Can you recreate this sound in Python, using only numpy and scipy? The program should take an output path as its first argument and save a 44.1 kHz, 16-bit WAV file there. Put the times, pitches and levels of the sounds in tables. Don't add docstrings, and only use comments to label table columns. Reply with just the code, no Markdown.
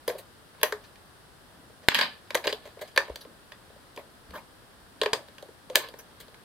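import sys
import numpy as np
from scipy import signal
from scipy.fft import rfft, irfft, next_fast_len
from scipy.io import wavfile
from scipy.ndimage import uniform_filter1d, map_coordinates

SR = 44100
rng = np.random.default_rng(int(sys.argv[2]) if len(sys.argv) > 2 else 0)


def makeup_ratio(level_db):
    decades = np.asarray(level_db, float) / 20
    return 10 ** decades


def master(y):
    cut = np.clip(np.atleast_2d(y).T, -1, 1)
    pcm = np.round(cut * 32767)
    wavfile.write(sys.argv[1], SR, pcm.astype(np.int16))


N = 284004
SIZE = 16384


def unit(x):
    return x / np.sqrt(np.mean(x ** 2) + 1e-20)


def along(points, hz):
    f, v = np.transpose(points)
    return np.interp(np.log(hz + 1), np.log(f + 1), v)


def filtered(x, response):
    m = next_fast_len(N + SR // 2)
    spectrum = rfft(x, m) * response(np.fft.rfftfreq(m, 1 / SR))
    return irfft(spectrum, m)[..., :N]


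def stereo_angle(likeness, hz):
    return np.arccos(np.clip(along(likeness, hz), -1, 1)) / 2


# pitch_hz, level_db per Hz
HISS_SPECTRUM = [(15, -46), (30, -4.5), (90, -1.5), (230, -5), (520, -7.5), (1000, -9), (1660, -9),
                 (2290, -18.5), (3300, -15.5), (4900, -18), (6600, -26.5), (9030, -19.5), (12000, -25),
                 (15500, -28.5)]
# pitch_hz, likeness
HISS_LIKENESS = [(60, 0.48), (600, 0.49), (1400, 0.15), (3000, 0.0091)]


def hiss():
    def shape(hz):
        angle = stereo_angle(HISS_LIKENESS, hz)
        return makeup_ratio(along(HISS_SPECTRUM, hz)) * [np.cos(angle), np.sin(angle)]

    mid, side = filtered(rng.standard_normal((2, N)), shape)
    return makeup_ratio(-56) * np.array([mid + side, mid - side]) / np.std(mid)


# pitch_hz, likeness
ROOM_LIKENESS = [(300, 1), (1000, 0.72), (2500, 0.046)]
# pitch_hz, t60_s
ROOM_DECAY = [(200, 0.14), (600, 0.3), (1500, 0.18), (4000, 0.18), (10000, 0.19)]


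def room_tail():
    length, onset_s = SIZE // 2, 0.00074
    hz, t, z = signal.stft(rng.standard_normal((2, length)), SR, nperseg=256)
    angle = stereo_angle(ROOM_LIKENESS, hz)[:, None]
    mid, side = z[0] * np.cos(angle), z[1] * np.sin(angle)
    decay = makeup_ratio(-60 * t / along(ROOM_DECAY, hz)[:, None])
    tail = signal.istft(np.array([mid + side, mid - side]) * decay, SR, nperseg=256)[1]
    tail = tail[:, :length] * (1 - np.exp(-np.arange(length) / SR / onset_s))
    return tail / np.linalg.norm(tail[0])


# delay_ms, level_db
TABLE_ECHOES = [
    [(.25, -48), (1.4, -8.5), (3.1, -19.5)],
    [(.31, -18.5), (1.3, -16.5), (3.3, -7.5)],
]


def ports(f, lag_ms):
    near = []
    for side in TABLE_ECHOES:
        near.append(1 + sum(makeup_ratio(db) * np.exp(-2j * np.pi * f * ms / 1000) for ms, db in side))
    delay_ms = (1 + np.array([[lag_ms], [-lag_ms]])) / 2
    return np.array(near) * np.exp(-2j * np.pi * f * delay_ms / 1000)


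def swings(rows, rise_s):
    out, t = np.zeros(N + SR), np.arange(SR // 2) / SR
    for s, db, hz, t60 in rows:
        envelope = makeup_ratio(db + 3 - 60 * t / t60) * (1 - np.exp(-t / rise_s))
        out[round(s * SR):][:len(t)] += envelope * np.sin(2 * np.pi * hz * t)
    return out[:N]


# start_s, peak_db, pitch_hz, t60_s
THUMP_EVENTS = [
    (1.599, -60, 49.3, 0.11),
    (3.101, -35.5, 62.6, 0.13),
    (4.29, -41.5, 67.6, 0.18),
]


def table_thumps():
    return swings(THUMP_EVENTS, rise_s=0.0074)


def resonances(modes, f, scatter_db, damping=1):
    total = 0
    for k, (centre, width, db) in enumerate(modes):
        gain = (-1) ** k * makeup_ratio(db + scatter_db * rng.standard_normal())
        total = total + gain * 1j * f * width / (centre ** 2 - f * f + 1j * f * width * damping)
    return total


def swells(rows):
    t = np.arange(N) / SR
    return sum(makeup_ratio(db) * np.interp(t, [s - length / 2, s, s + length / 2], [0, 1, 0])
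               for s, length, db in rows)


# pitch_hz, width_hz, level_db
HOLLOW_MODES = [(431, 51, 2), (507.6, 80, 0.5), (595, 82, -2), (673, 89, -20)]
# pitch_hz, width_hz, level_db
PANEL_MODES = [(910, 167, 0.5), (1067, 49, 13), (1230, 46, -22.5)]
# pitch_hz, width_hz, level_db
WALL_MODES = [(1694, 166, 4), (1890, 250, 2.5), (1950, 166, 1), (2415, 320, -3)]
# pitch_hz, width_hz, level_db
RIB_MODES = [(3185, 370, -1.5), (3478, 27.7, 0.5), (3783, 200, -4), (4560, 530, -4.5), (4900, 186, -4),
             (5480, 215, -18)]
# pitch_hz, width_hz, level_db
STEEL_MODES = [(5980, 580, -3.5), (9450, 2500, -2.5), (10760, 4100, 2), (12200, 6200, -2.5)]
# time_s, level_db
ROLL_CURVE = [
    (1.887, -21.5),
    (1.94, -34),
    (1.97, -24),
    (2.04, -27.5),
    (2.08, -40.5),
    (2.2, -76),
]
# middle_s, length_s, rasp_db, shell_db relative to the rasp
FINGER_STROKES = [(0.13, 0.18, -50.5, -12), (0.643, 0.18, -46.5, -1), (0.852, 0.16, -53, -1),
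                  (1.56, 0.22, -70, 13), (2.272, .15, -59, -5), (2.505, 0.28, -45, -2),
                  (2.66, 0.14, -48, -11), (2.866, 0.19, -49, -12), (3.056, .2, -44, -11),
                  (3.805, 0.62, -61, 2), (4.35, .25, -53, -3), (5.17, 0.58, -55, -2), (5.802, 0.2, -43, 7),
                  (5.832, 0.17, -39.5, -12), (6.19, 0.46, -57.5, -1), (6.4, .12, -67, -1)]
# middle_s, length_s, level_db
SLEEVE_BRUSHES = [(1.65, 0.37, -50), (2.5, .3, -52.5), (3.27, 0.18, -50), (3.9, .4, -72), (4.35, 0.19, -45),
                  (5.05, 0.43, -52), (5.7, .3, -54.5), (5.92, 0.11, -50.5), (6.2, 0.33, -55)]


def scrape():
    roll_s, roll_db = np.transpose(ROLL_CURVE)
    roll = np.interp(np.arange(N) / SR, roll_s, makeup_ratio(roll_db), 0, 0)
    rasp_effort = swells([(s, length, db) for s, length, db, _ in FINGER_STROKES])
    shell_effort = swells([(s, length, db + rel_db) for s, length, db, rel_db in FINGER_STROKES])
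    effort = roll * makeup_ratio([[0], [-12], [-16]])
    effort = effort + [rasp_effort, shell_effort, swells(SLEEVE_BRUSHES)]

    clumps = map_coordinates(rng.standard_normal(N // 150 + 4), [np.arange(N) / 150])
    slips = rng.standard_normal(N) * makeup_ratio(4.8 * clumps)
    rasp = filtered(slips, lambda f: resonances(WALL_MODES, f, 0) + resonances(RIB_MODES, f, 0)
                    + makeup_ratio(-29.0) * resonances(STEEL_MODES, f, 0))
    shell = filtered(slips, lambda f: resonances(HOLLOW_MODES, f, 0)
                     + makeup_ratio(-6.5) * resonances(PANEL_MODES, f, 0))
    sleeve = filtered(slips, lambda f: resonances([(231.0, 170, 0)], f, 0) ** 2)

    smooth_effort = uniform_filter1d(effort, size=200)
    drag = np.sum(smooth_effort * [unit(rasp), unit(shell), unit(sleeve)], axis=0)
    wet = signal.fftconvolve(drag[None], room_tail(), axes=1)[:, :N]
    return makeup_ratio(-10.0) * filtered(drag, lambda f: ports(f, 0.01)) + makeup_ratio(-9.0) * wet


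# pitch_hz, width_hz, level_db
BLOW_MODE = [(1780, 3500, 0)]


def contacts(rows, rise_ms, force_ms, damping, room_db, scatter_db, panel_db):
    out, t, f = np.zeros((2, N + SIZE)), np.arange(SIZE) / SR, np.fft.rfftfreq(SIZE, 1 / SR)
    tails = [rfft(room_tail(), SIZE) for _ in rows[:8]]
    room_path = f * f / (f * f + 260 ** 2) * np.exp(-2j * np.pi * f * .003)
    burst = np.exp(-t * 1000 / force_ms) * (1 - np.exp(-t * 1000 / rise_ms))
    for k, (s, db, hollow_db, wall_db, steel_db) in enumerate(rows):
        force = rfft(rng.standard_normal(SIZE) * burst)
        force = force / uniform_filter1d(np.abs(force), size=60)
        flank_db = panel_db + 0.48 * hollow_db + 0.72 * wall_db
        families = [(RIB_MODES, 0), (BLOW_MODE, max(wall_db, -8) - 2.0), (HOLLOW_MODES, hollow_db + 5),
                    (PANEL_MODES, flank_db), (WALL_MODES, wall_db + 6), (STEEL_MODES, steel_db + 15.5)]
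        sound = np.zeros(SIZE)
        for modes, rel_db in families:
            ring = irfft(force * resonances(modes, f, scatter_db, damping), SIZE) * (t < .1)
            sound += makeup_ratio(db + rel_db - 3.5) * ring / np.abs(ring).max()
        near = rfft(sound)
        blurred = np.sqrt(np.abs(uniform_filter1d(np.abs(near) ** 2, size=150))) * room_path
        direct = near * ports(f, rng.normal(0.022, 0.035))
        both = direct + makeup_ratio(room_db) * blurred * tails[k % len(tails)]
        start = round((s - .0005) * SR)
        out[:, start:start + SIZE] += irfft(both, SIZE) * (t < .3)
    return out[:, :N]


# start_s, rib_peak_db, then
# hollow_db, wall_db, steel_db relative to rib
SLOT_SLIDES = [(0.0864, -34.5, 6, -6, -20), (0.1813, -38.5, -2, -4.5, -11), (0.837, -45, -12, -7, -20),
               (1.8312, -50, 0, -1.5, -24), (2.4388, -30.5, -5, 1, -25), (2.4889, -33.5, -1, 0, -26),
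               (2.6544, -45, -6, -6, -16), (2.811, -36, 3.5, -3.5, -16.5), (2.8735, -42.5, -16, -14, -19),
               (3.2074, -36.5, -20, -17, -21), (3.9844, -55, 13, 6, -12), (5.7611, -32.5, 8.5, -23, -23),
               (5.9858, -51, 4, 3, 0.5), (6.1994, -39, -12, -8, -15)]


def slides():
    return contacts(SLOT_SLIDES, rise_ms=4.1, force_ms=10.9, damping=0.96,
                    room_db=-6.5, scatter_db=4.0, panel_db=-0.5)


# start_s, rib_peak_db, then hollow_db, wall_db, steel_db relative to rib
SCOOP_CONTACTS = [
    (4.3346, -49.5, 7.4, 7, -7),
    (4.3513, -40, 0.5, 0.5, -16),
    (4.373, -49.5, 0.5, 4, -8),
]


def scoop():
    return contacts(SCOOP_CONTACTS, rise_ms=3.6, force_ms=12.3, damping=0.61,
                    room_db=-10.5, scatter_db=7.0, panel_db=11.5)


# start_s, rib_peak_db, then hollow_db, wall_db, steel_db relative to rib
CELL_KNOCKS = [
    (1.9176, -32, -8, 6, -25),
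    (1.9459, -6.5, -35, -13, -25),
    (1.9513, -11.5, -41, -4.5, -31),
    (1.9866, -17, -14.5, -4.5, -19),
    (1.9894, -15, -40, -2.5, -32),
    (2.0113, -10, -20, -10.5, -31),
    (2.0137, -22.5, -44, 2.5, -32),
    (2.0271, -21.5, -22, -1, -36),
]


def cell_knocks():
    return contacts(CELL_KNOCKS, rise_ms=0.33, force_ms=0.94, damping=0.67,
                    room_db=-1.5, scatter_db=2.5, panel_db=7.5)


# start_s, rib_peak_db, then hollow_db, wall_db, steel_db relative to rib
HARD_CLACK = [
    (1.8856, 7, -24, -9, -26),
]


def clack():
    return contacts(HARD_CLACK, rise_ms=.05, force_ms=.25, damping=3,
                    room_db=-15, scatter_db=0, panel_db=-3)


def push():
    start_s, peak_db, rise_ms = 1.8856, .5, .09
    u = np.clip((np.arange(N) / SR - start_s) * 1000 / rise_ms, 0, 99)
    return makeup_ratio(peak_db) * np.e * u * np.exp(-u)


# start_s, peak_db, pitch_hz, t60_s
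SPRING_TWANGS = [
    (2.377, -47, 4900, 0.042),
    (2.44, -43, 4900, .08),
    (2.476, -34.5, 4900, 0.12),
]
# start_s, peak_db, pitch_hz, t60_s
FREE_WALL_RINGS = [
    (0.632, -22, 1890, 0.066),
    (2.471, -27, 2880, .06),
    (2.977, -23, 1780, 0.13),
    (5.756, -23, 1700, 0.073),
]
# start_s, peak_db, pitch_hz, t60_s
HOLLOW_BOOMS = [(0.079, -16.5, 480, 0.097), (0.099, -16, 480, 0.072), (0.63, -7.5, 612, 0.071),
                (0.723, -21.5, 421.6, 0.15), (2.348, -32, 595, 0.097), (2.473, -17.5, 410, 0.066),
                (2.525, -21.5, 428, 0.079), (2.978, -22, 558, 0.14), (5.016, -14, 431, 0.1),
                (5.059, -16.5, 422, 0.13), (5.133, -12, 588, 0.043), (5.7, -26.5, 508, 0.14)]


def free_rings():
    thin_parts = swings(SPRING_TWANGS + FREE_WALL_RINGS, rise_s=0.0014)
    return thin_parts + makeup_ratio(-8) * swings(HOLLOW_BOOMS, rise_s=0.0037)


# start_s, rib_peak_db, then hollow_db, wall_db, steel_db
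CELL_SNAPS = [(0.0783, -22, -0.5, -7, -9.5), (0.631, -8.5, -11.5, -3, -12), (0.6362, -19, -6.5, -3, -19),
              (0.6423, -31, -2.5, -22, -14), (0.7233, -25.5, -4.5, 3, -20),
              (2.3049, -26.5, -10.5, -2.5, -25), (2.3456, -16.5, -10, -7.5, -14.5),
              (2.3507, -16, -3.5, -2, -17), (2.373, -24, -17, -12, -32), (2.4702, -14.5, -7, -18, -30),
              (2.4753, -13.5, -13, -6.5, -25), (2.5262, -15, -12.5, -15, -29),
              (2.9617, -20.5, -12, -9, -23), (2.9754, -8.5, -11.5, -1.5, -20.5),
              (3.1577, -25, -21, -12.5, -16.5), (3.5196, -34.5, -14, -2, -23), (3.9749, -36.5, 3.5, 1, -19),
              (5.0148, -11, -10.5, -10.5, -28), (5.0334, -21.5, -2.5, -4.5, -23),
              (5.0589, -17, -4.5, -1, -24), (5.1319, -9.5, -9.5, -8.5, -20.5), (5.7505, -26.5, -3, -4, -29),
              (5.7553, -2, -23, -10, -16.5)]
# start_s, rib_peak_db, then hollow_db, wall_db relative to rib
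SHELL_TAPS = [(0.099, -35.5, -2, 6.5), (0.548, -54, -1, 3), (0.6131, -33, -10, -7),
              (0.9562, -45.5, -30, -1.5), (2.456, -33, 3, 2.5), (2.6545, -44, 3, -9),
              (2.6748, -45, 3.5, -10), (2.6893, -50, 4, -5), (2.7914, -45.5, 0, -1), (3.0808, -47.5, 9, 5),
              (3.249, -47, 6.5, -1.5), (3.962, -37.5, -12, -18), (4.3067, -38.5, -12, -10),
              (5.284, -40.5, -7.5, -8), (5.3821, -36, -20, -3), (5.4252, -35.5, 0, -25),
              (5.699, -34, 2, -9), (5.8865, -33, -12, -27), (5.9387, -42.5, 3, -2.5),
              (6.2812, -43.5, -1.5, -17), (6.3437, -43, -9, -1)]
# start_s, hollow_peak_db
PAD_BUMPS = [(0.1502, -33.5), (1.6394, -65), (1.6994, -47), (2.7702, -38.5), (2.9317, -64), (3.097, -29),
             (3.6994, -48), (3.7597, -47), (5.4882, -40)]


def compartment():
    taps = [(*row, -20) for row in SHELL_TAPS]
    hollow_db, wall_db, steel_db = 26, 5, -18
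    pads = [(s, db - hollow_db, hollow_db, wall_db, steel_db) for s, db in PAD_BUMPS]
    return contacts(CELL_SNAPS + taps + pads, rise_ms=0.34, force_ms=1.35, damping=0.82,
                    room_db=-7.0, scatter_db=3.0, panel_db=2)


def scene():
    background = hiss() + table_thumps() + scrape()
    loose_cells = slides() + scoop() + cell_knocks() + clack() + push()
    return background + loose_cells + free_rings() + compartment()


def low_pass(x):
    return signal.sosfilt(signal.butter(12, 15610, fs=SR, output="sos"), x)


def record(dry):
    tilt_db = [(300, 0.91), (4000, 0.022), (12000, 1.4)]  # pitch_hz, left gain; right is the opposite
    tilted = filtered(dry, lambda hz: makeup_ratio(np.array([[1], [-1]]) * along(tilt_db, hz)))
    mix = np.clip(tilted, -1, 1)
    return low_pass(mix)


dry = scene()
out = record(dry)
master(out)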